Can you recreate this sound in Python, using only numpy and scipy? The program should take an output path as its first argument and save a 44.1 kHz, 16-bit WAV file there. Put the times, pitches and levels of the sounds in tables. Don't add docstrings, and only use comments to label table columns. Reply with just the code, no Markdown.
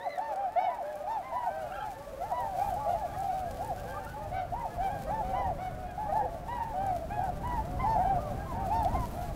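import sys
import numpy as np
from scipy import signal
from scipy.fft import rfft, irfft
from scipy.io import wavfile
from scipy.ndimage import uniform_filter1d

SR = 44100
rng = np.random.default_rng(int(sys.argv[2]) if len(sys.argv) > 2 else 0)


def unload_wav(signal):
    wavfile.write(
        sys.argv[1],
        SR,
        np.round(np.clip(np.atleast_2d(signal).T, -1, 1) * 32767).astype(np.int16),
    )


N = 412335

# t/s, length/s, crest f/Hz, level/dB, octave/dB, overtone slope/dB
HONKS = [(0, 0.45, 576.6, -41.5, -20, -5), (0.341, 0.17, 799, -30, -26.5, -9.5),
         (0.556, .18, 755, -30, -19, -4.5), (0.819, 0.22, 607, -36.5, -42, -20),
         (1.421, 0.28, 785, -38.5, -12.5, -13.5), (1.5, 0.18, 643, -37.5, -24, -5),
         (1.698, 0.21, 813, -38, -21, -5), (1.783, 0.17, 859, -35, -29, -3),
         (2.371, 0.21, 794, -34.5, -28, -7), (2.549, 0.23, 819, -31.5, -27, -8),
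         (2.858, 0.13, 709, -28.5, -24, -7), (3.155, 0.2, 790.6, -30, -36, -2),
         (3.218, 0.3, 762, -33.5, -33, -3), (3.45, 0.61, 506, -49.5, -28, -13),
         (3.737, 0.14, 750, -42.5, -30, -14), (4.312, 0.16, 762, -31.5, -17, -7.5),
         (4.323, 0.15, 700, -39, -24, -1.5), (4.791, 0.13, 786, -31, -25, -5.5),
         (5.04, 0.43, 534, -44.5, -37, -13), (5.205, 0.23, 767, -34, -21.5, -7),
         (5.318, 0.21, 801, -31.5, -36, 0), (5.578, 0.15, 748, -34, -21.5, -3.5),
         (6.217, 0.061, 510, -33.5, -26, -16), (6.269, 0.13, 686, -38, -26, -16),
         (6.734, 0.25, 784, -29, -28, -5.5), (6.991, 0.08, 674, -39, -39, -16),
         (7.184, 0.14, 769.4, -31, -20, -25), (7.634, 0.32, 732, -40, -31, -12),
         (7.976, 0.23, 780.5, -28, -28, -7.5), (7.984, 0.21, 810, -33, -23, -24),
         (8.163, 0.18, 601, -38, -36, -15), (8.559, .15, 787, -32.5, -25, -16),
         (8.657, 0.24, 719, -35, -24, -19), (9.141, 0.19, 718, -38, -23, -16)]
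# t/s, length/s, crest f/Hz, level/dB, octave/dB, overtone slope/dB, ring/dB
YODELS = [(0.168, 0.2, 899, -33.5, -22.5, -9, -37), (1.064, 0.14, 901, -29.5, -28, -3, -41.5),
          (5.094, 0.15, 893, -30, -27, -9, -52), (6.118, 0.12, 879, -25.5, -27, -17, -56),
          (7.832, .18, 900, -24, -29, -18, -33.5), (8.693, 0.18, 905, -27, -26.5, -5.5, -42)]
# t/s, length/s, crest f/Hz, level/dB, octave/dB
BUGLES = [(0.679, 0.1, 1005, -35, -25), (1.223, 0.17, 1051, -41.5, -15), (1.316, 0.19, 992, -30.5, -26.5),
          (2.311, 0.18, 988, -30, -23), (2.76, 0.18, 859, -32.5, -39), (3.865, 0.21, 794, -45.5, -8.5),
          (4.13, 0.16, 863, -41, -34), (4.533, .16, 959, -35.5, -38), (4.883, 0.17, 830, -39.5, -12),
          (5.336, 0.15, 1006, -33.5, -15.5), (5.84, 0.122, 835, -52.5, -4.5),
          (5.973, 0.16, 858, -31.5, -28), (6.478, 0.19, 977, -32.5, -20), (6.577, .18, 927, -35.5, -24),
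          (7.098, 0.188, 844, -35, -16), (7.43, 0.2, 982, -29, -20.5), (7.79, 0.1, 1052, -33.5, -21),
          (8.18, 0.13, 1230, -42.5, -33), (8.45, 0.093, 1075, -36.5, -24), (8.533, 0.14, 933, -36.5, -26),
          (8.93, 0.14, 1057, -35, -20.5)]
# t/s, length/s, crest f/Hz, level/dB
WHOOPS = [(-.06, .17, 930, -28), (0.556, 0.16, 909, -25), (0.632, 0.22, 964, -30.5),
          (1.036, 0.2, 1024, -34.5), (1.322, 0.2, 953, -29), (2.2, .16, 904, -29),
          (2.565, 0.2, 893.5, -28.5), (2.891, 0.2, 874, -29.5), (3.582, .17, 916, -28.5),
          (4.518, 0.17, 1024, -28), (4.764, 0.24, 882, -35), (5.377, 0.17, 938, -28),
          (6.143, .15, 946, -29), (7.163, 0.175, 944, -30.5), (7.949, 0.13, 950, -25),
          (8.847, .14, 963, -25.5)]
# t/s, length/s, top f/Hz, fundamental level/dB, second harmonic level/dB
GRUNTS = [(0.175, 0.034, 796, -27, -62), (2.206, 0.033, 725, -44, -52), (2.582, .05, 794, -33, -53),
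          (3.142, 0.0214, 665, -38.5, -46), (5.063, 0.051, 680, -35, -49), (6.083, 0.043, 660, -34, -46.5)]
# t/s, rise/s, fall/s, start f/Hz, crest f/Hz, end f/Hz, level/dB, octave/dB
SQUEALS = [(-.01, 0.12, 0.098, 1740, 2046, 1455, -45.5, -10.5),
           (2.792, 0.11, 0.013, 1158, 1157, 1170, -43, -22),
           (3.772, 0.051, 0.013, 1480, 1610, 1590, -52, -25),
           (3.936, 0.054, .012, 1108, 1210, 1205, -44, -26),
           (4.06, 0.057, 0.038, 1383, 1487, 1470, -46.5, -22),
           (3.772, 0.056, 0.013, 1470, 1610, 1590, -56, -24),
           (3.935, 0.058, .012, 1098, 1232, 1205, -43.5, -26)]
# t/s, rise/s, fall/s, start f/Hz, crest f/Hz, end f/Hz, level/dB, octave/dB
SQUAWKS = [(1.715, 0.05, 0.11, 1347, 1630, 1380, -46, -13),
           (1.752, 0.0225, 0.092, 1350, 1387, 1240, -45, -17)]
# start t/s, end t/s
YELP_BOUTS = [(0.2, 1.585), (2.5, 3.58), (3.8, 5.7), (8.3, 11.8)]
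# t/s, level/dB
REED_LEVELS = [(0, -64), (0.55, -65.5), (1.75, -60), (2.35, -60), (2.62, -56), (2.88, -58), (3.2, -57),
               (4.05, -58.5), (4.4, -63.5), (4.85, -58), (5.8, -62.5), (7.35, -60), (8.4, -59.5),
               (9.15, -55.5)]
# f/Hz, relative level/dB
REED_SPECTRUM = [(300, 6), (2000, 4.5), (4500, 3), (9000, 0), (13500, 0), (16000, -4)]
# t/s, peak level/dB, centre f/Hz
STALK_SNAPS = [(0.183, -43, 6000), (0.358, -46.5, 5970), (0.955, -46, 10000), (2.403, -42, 12000),
               (2.575, -46, 11000), (2.7407, -40, 10500), (3.1847, -42, 9450), (3.204, -43, 8000),
               (3.6461, -43, 9000), (3.676, -43, 11100), (4.0482, -40, 11500), (6.4825, -48, 7950),
               (6.8647, -42.5, 8000), (7.2394, -45, 10100), (7.474, -43, 9050), (8.6697, -44, 11200),
               (8.83, -40, 11000), (8.848, -35.5, 3580), (9.0823, -44, 12000)]
# t/s, length/s, level/dB
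SPLASHES = [(2.55, .2, -61), (9.06, .22, -60)]
# t/s, level/dB
WIND_LEVELS = [(0, -64.5), (0.8, -58), (1.6, -54.5), (2.9, -43), (4.85, -43), (5.1, -38), (6.2, -43),
               (7.2, -38.5), (8.3, -36.5), (9.35, -37)]
# f/Hz, relative level/dB
WIND_SPECTRUM = [(15, -5.5), (55, -0.5), (140, -5.5), (300, -16), (900, -27.5)]
# f/Hz, relative level/dB
AIR_SPECTRUM = [(30, -17), (330, -6), (1500, -14.5), (4000, -31.5)]

REST_HZ = 512
SCOOP, SCOOP_S = 0.0442, 0.01676
BREAK, BREAK_S = .022, .004
HOLD_HZ, HOLD_WIDTH_HZ = 688.6, 88.4
PIPE_SPACING_HZ, PIPE_RIPPLE_DB = 570, 2.6
BILL_HZ, BILL_WIDTH_HZ, ROLLOFF_HZ = 2080, 560, 5500
RING_HZ, RING_WIDTH_HZ = 5130, 1060
ATTACK_S, RELEASE_S, ONSET_EFFORT = 0.0092, 0.027, 0.54
WAVER, FLUTTER_DB = .006, 1.1


def call(row, bend, pipe_hz=760, pipe_width_hz=330, rough=0.099, crack=0.057, jitter=.003,
         sag=1, hold=0, ring_db=-70):
    rise, fall, start_hz, crest_hz, end_hz, db, octave_db, slope_db = row
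    t = np.arange(0, rise + fall, 1 / SR)
    n = len(t)
    u = np.interp(t, [0, rise, rise + fall], [1, 0, 1])
    rising = (start_hz - crest_hz) * bend(u)
    falling = (end_hz - crest_hz) * bend(u ** sag)
    hz = crest_hz + np.where(t < rise, rising, falling)
    where, step = rng.random(2)
    broken = (1 + np.tanh((t - rise - fall * (1 + where) / 2) / BREAK_S)) / 2
    hz *= 1 - BREAK * step * broken
    hz *= 1 - SCOOP * np.exp(-t / SCOOP_S)
    hz -= hold * (hz - HOLD_HZ) * np.exp(-((hz - HOLD_HZ) / HOLD_WIDTH_HZ) ** 2)
    hz *= 1 + WAVER * (.5 + u) * wander(35.5, n)
    hz *= 1 + jitter * (.5 + u) * wander(159.6, n)
    phase = 2 * np.pi * np.cumsum(hz) / SR
    pipe = resonance(hz, pipe_hz, pipe_width_hz)
    voice = pipe / pipe.max() * (1 - 0.054 * u ** 2) * np.sin(phase)
    onset = np.exp(-t / 0.025)
    effort = np.exp(-1.2 * u ** 2) + ONSET_EFFORT * onset
    spacing_hz = PIPE_SPACING_HZ * (1 + .05 * wander(6, n))
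    for k in range(2, 9):
        bill = (1 + .5 * resonance(k * hz, BILL_HZ, BILL_WIDTH_HZ)) / (1 + (k * hz / ROLLOFF_HZ) ** 4)
        ring = undb(ring_db) * resonance(k * hz, RING_HZ, RING_WIDTH_HZ)
        partial_db = octave_db + slope_db * (k - 2) ** 0.7
        bloom = effort ** (k / 2 + .5 * (k > 3))
        flare = undb(PIPE_RIPPLE_DB * np.cos(2 * np.pi * k * hz / spacing_hz) + 2 * wander(35.4, n))
        voice += (undb(partial_db) * bill + ring) * bloom * flare * np.sin(k * phase)
    strain = max(1, crest_hz / 1000) ** 2
    level = undb(db + FLUTTER_DB * wander(45.6, n))
    grain = 1 + (rough * strain + crack * onset) * wander(400, n)
    envelope = np.clip(t / ATTACK_S, 0, 1) * np.clip((t[-1] - t) / RELEASE_S, 0, 1)
    return voice * level * grain * envelope


def glide(length, crest_hz, rise_share, start_tension, end_tension):
    rise = length * rise_share
    reach = crest_hz - REST_HZ
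    return rise, length - rise, REST_HZ + start_tension * reach, crest_hz, REST_HZ + end_tension * reach


def arch(u):
    return u ** 2.2


def flip(u):
    return (np.sin(1.31 * u) / np.sin(1.31)) ** 2


def honks():
    out = np.zeros(N)
    for s, length, crest_hz, *levels in HONKS:
        pitch = glide(length, crest_hz, rise_share=0.4195, start_tension=.66, end_tension=0.471)
        add(out, s, call((*pitch, *levels), arch))
    return out


def yodels():
    out = np.zeros(N)
    for s, length, crest_hz, *levels, ring_db in YODELS:
        pitch = glide(length, crest_hz, rise_share=.45, start_tension=.64, end_tension=0.49)
        add(out, s, call((*pitch, *levels), arch, pipe_width_hz=610, hold=0.45, ring_db=ring_db))
    return out


def bugles(slope_db=-10.5):
    out = np.zeros(N)
    for s, length, crest_hz, db, octave_db in BUGLES:
        pitch = glide(length, crest_hz, rise_share=0.293, start_tension=.87, end_tension=.76)
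        add(out, s, call((*pitch, db, octave_db, slope_db), arch, sag=0.638))
    return out


def whoops(octave_db=-36, slope_db=-11):
    out = np.zeros(N)
    for s, length, crest_hz, db in WHOOPS:
        pitch = glide(length, crest_hz, rise_share=.51, start_tension=0.3276, end_tension=0.085)
        whoop = call((*pitch, db, octave_db, slope_db), flip, pipe_hz=730, pipe_width_hz=100, hold=0.5)
        add(out, s, whoop)
    return out


def grunts(climb=0.0926, rough=0.1, slope_db=-5):
    out = np.zeros(N)
    for s, length, top_hz, low_db, second_db in GRUNTS:
        n = int(length * SR)
        hz = top_hz * (1 - climb * (1 - np.linspace(0, 1, n) ** 2))
        phase = 2 * np.pi * np.cumsum(hz) / SR
        levels = low_db, second_db, second_db + slope_db
        buzz = sum(undb(db) * np.sin(k * phase) for k, db in enumerate(levels, 1))
        add(out, s, buzz * (1 + rough * wander(400, n)) * signal.windows.tukey(n, .5))
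    return out


def squeals(slope_db=-14):
    out = np.zeros(N)
    for s, *row in SQUEALS:
        add(out, s, call((*row, slope_db), arch, pipe_width_hz=900))
    return out


def squawks(slope_db=-20):
    out = np.zeros(N)
    for s, *row in SQUAWKS:
        add(out, s, call((*row, slope_db), arch, pipe_width_hz=770, rough=.22, jitter=.008))
    return out


def far_flock(spans, count, pitch_hz, half_s, db, octave_db, slope_db=-11, sweep=.16):
    out = np.zeros(N)
    for start, end in spans:
        for i, (when, length, lean, pitch, size) in enumerate(rng.uniform(-1, 1, (count, 5))):
            crest_s = start + (i + .5 + when) / count * (end - start)
            half = half_s * 2 ** (.5 * length)
            rise, fall = half * (1 + lean / 2), half * (1 - lean / 2)
            hz = pitch_hz * 1.28 ** pitch
            start_hz, end_hz = hz * (1 - sweep * np.array([rise, fall]) / half)
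            row = rise, fall, start_hz, hz, end_hz, db + 3 * size, octave_db, slope_db
            add(out, crest_s - rise, call(row, arch))
    return out


def banks(x, echo_db, t60=1.0):
    t = np.arange(SR) / SR
    tail = rng.standard_normal(SR) * undb(-60 * t / t60) * (1 - np.exp(-t / 0.01))
    return x + undb(echo_db) * signal.fftconvolve(x, tail / np.linalg.norm(tail))[:N]


def reeds(ticks_per_s=1100, crackle_db=-4, flicker_db=1.0):
    stir = rng.standard_normal(N) + undb(crackle_db) * ticks(ticks_per_s)
    return colour(stir, REED_SPECTRUM) * undb(curve(REED_LEVELS) + flicker_db * wander(55, N))


def snaps(decay_s=.0036):
    out, t = np.zeros(N), np.arange(SR // 20) / SR
    for s, peak_db, hz in STALK_SNAPS:
        stalk = signal.butter(1, [hz / 1.4, hz * 1.4], "band", fs=SR, output="sos")
        burst = signal.sosfilt(stalk, rng.standard_normal(len(t)) * np.exp(-t / decay_s))
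        add(out, s, undb(peak_db) * burst / np.abs(burst).max())
    return out


def splashes(drops_per_s=900, spray_hz=12500):
    swell = np.zeros(N)
    for s, length, db in SPLASHES:
        add(swell, s, undb(db) * signal.windows.tukey(int(length * SR)))
    return swell * colour(ticks(drops_per_s), [(spray_hz / 2, -10), (spray_hz, 0)])


def wind(gust_db=1.0, air_db=-54):
    rumble = colour(rng.standard_normal(N), WIND_SPECTRUM)
    gusts = undb(curve(WIND_LEVELS) + gust_db * wander(10, N))
    return rumble * gusts + undb(air_db) * colour(rng.standard_normal(N), AIR_SPECTRUM)


def ticks(per_s, spread_db=3.2, bunch_db=2.2):
    impulses = (rng.random(N) < per_s / SR) * rng.standard_normal(N)
    size_db = spread_db * np.minimum(rng.exponential(size=N), 4)
    return unit(impulses * undb(size_db + bunch_db * wander(50, N)))


def resonance(hz, centre_hz, half_width_hz):
    return 1 / (1 + ((hz - centre_hz) / half_width_hz) ** 2)


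def colour(x, points):
    hz, db = np.transpose(points)
    f = np.arange(1, N // 2 + 2) * SR / N
    skirts = np.minimum(1, hz[-1] / f) ** 2 * np.minimum(1, f / hz[0])
    gain = undb(np.interp(np.log(f), np.log(hz), db))
    return unit(irfft(rfft(x) * skirts * gain, N))


def wander(rate_hz, n):
    k = max(int(SR / rate_hz), 2)
    return 1.746 * uniform_filter1d(np.repeat(rng.standard_normal(n // k + 1), k), k)[:n]


def curve(rows):
    return np.interp(np.arange(N) / SR, *np.transpose(rows))


def add(out, start_s, x):
    i = int(start_s * SR)
    a, b = max(i, 0), min(i + len(x), len(out))
    if b > a:
        out[a:b] += x[a - i:b - i]


def undb(db):
    return 10 ** (np.asarray(db) / 20)


def unit(x):
    return x / np.sqrt(np.mean(x ** 2))


def scene():
    near = honks() + yodels() + grunts() + bugles() + squeals() + squawks() + whoops()
    far = far_flock([(0.00026, N / SR)], count=120, pitch_hz=704.2, half_s=.09, db=-46, octave_db=-16.5)
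    yelps = far_flock(YELP_BOUTS, count=11, pitch_hz=1398, half_s=0.055, db=-51.5,
                      octave_db=-19.5, slope_db=-8)
    shore = reeds() + snaps() + splashes() + wind()
    return (banks(near, echo_db=-16) + banks(far + yelps, echo_db=-6) + shore)[None]


def record(dry):
    cutoff_hz = 15700
    return signal.sosfilt(signal.ellip(10, .2, 70, cutoff_hz, fs=SR, output="sos"), dry)


dry = scene()
out = record(dry)
unload_wav(out)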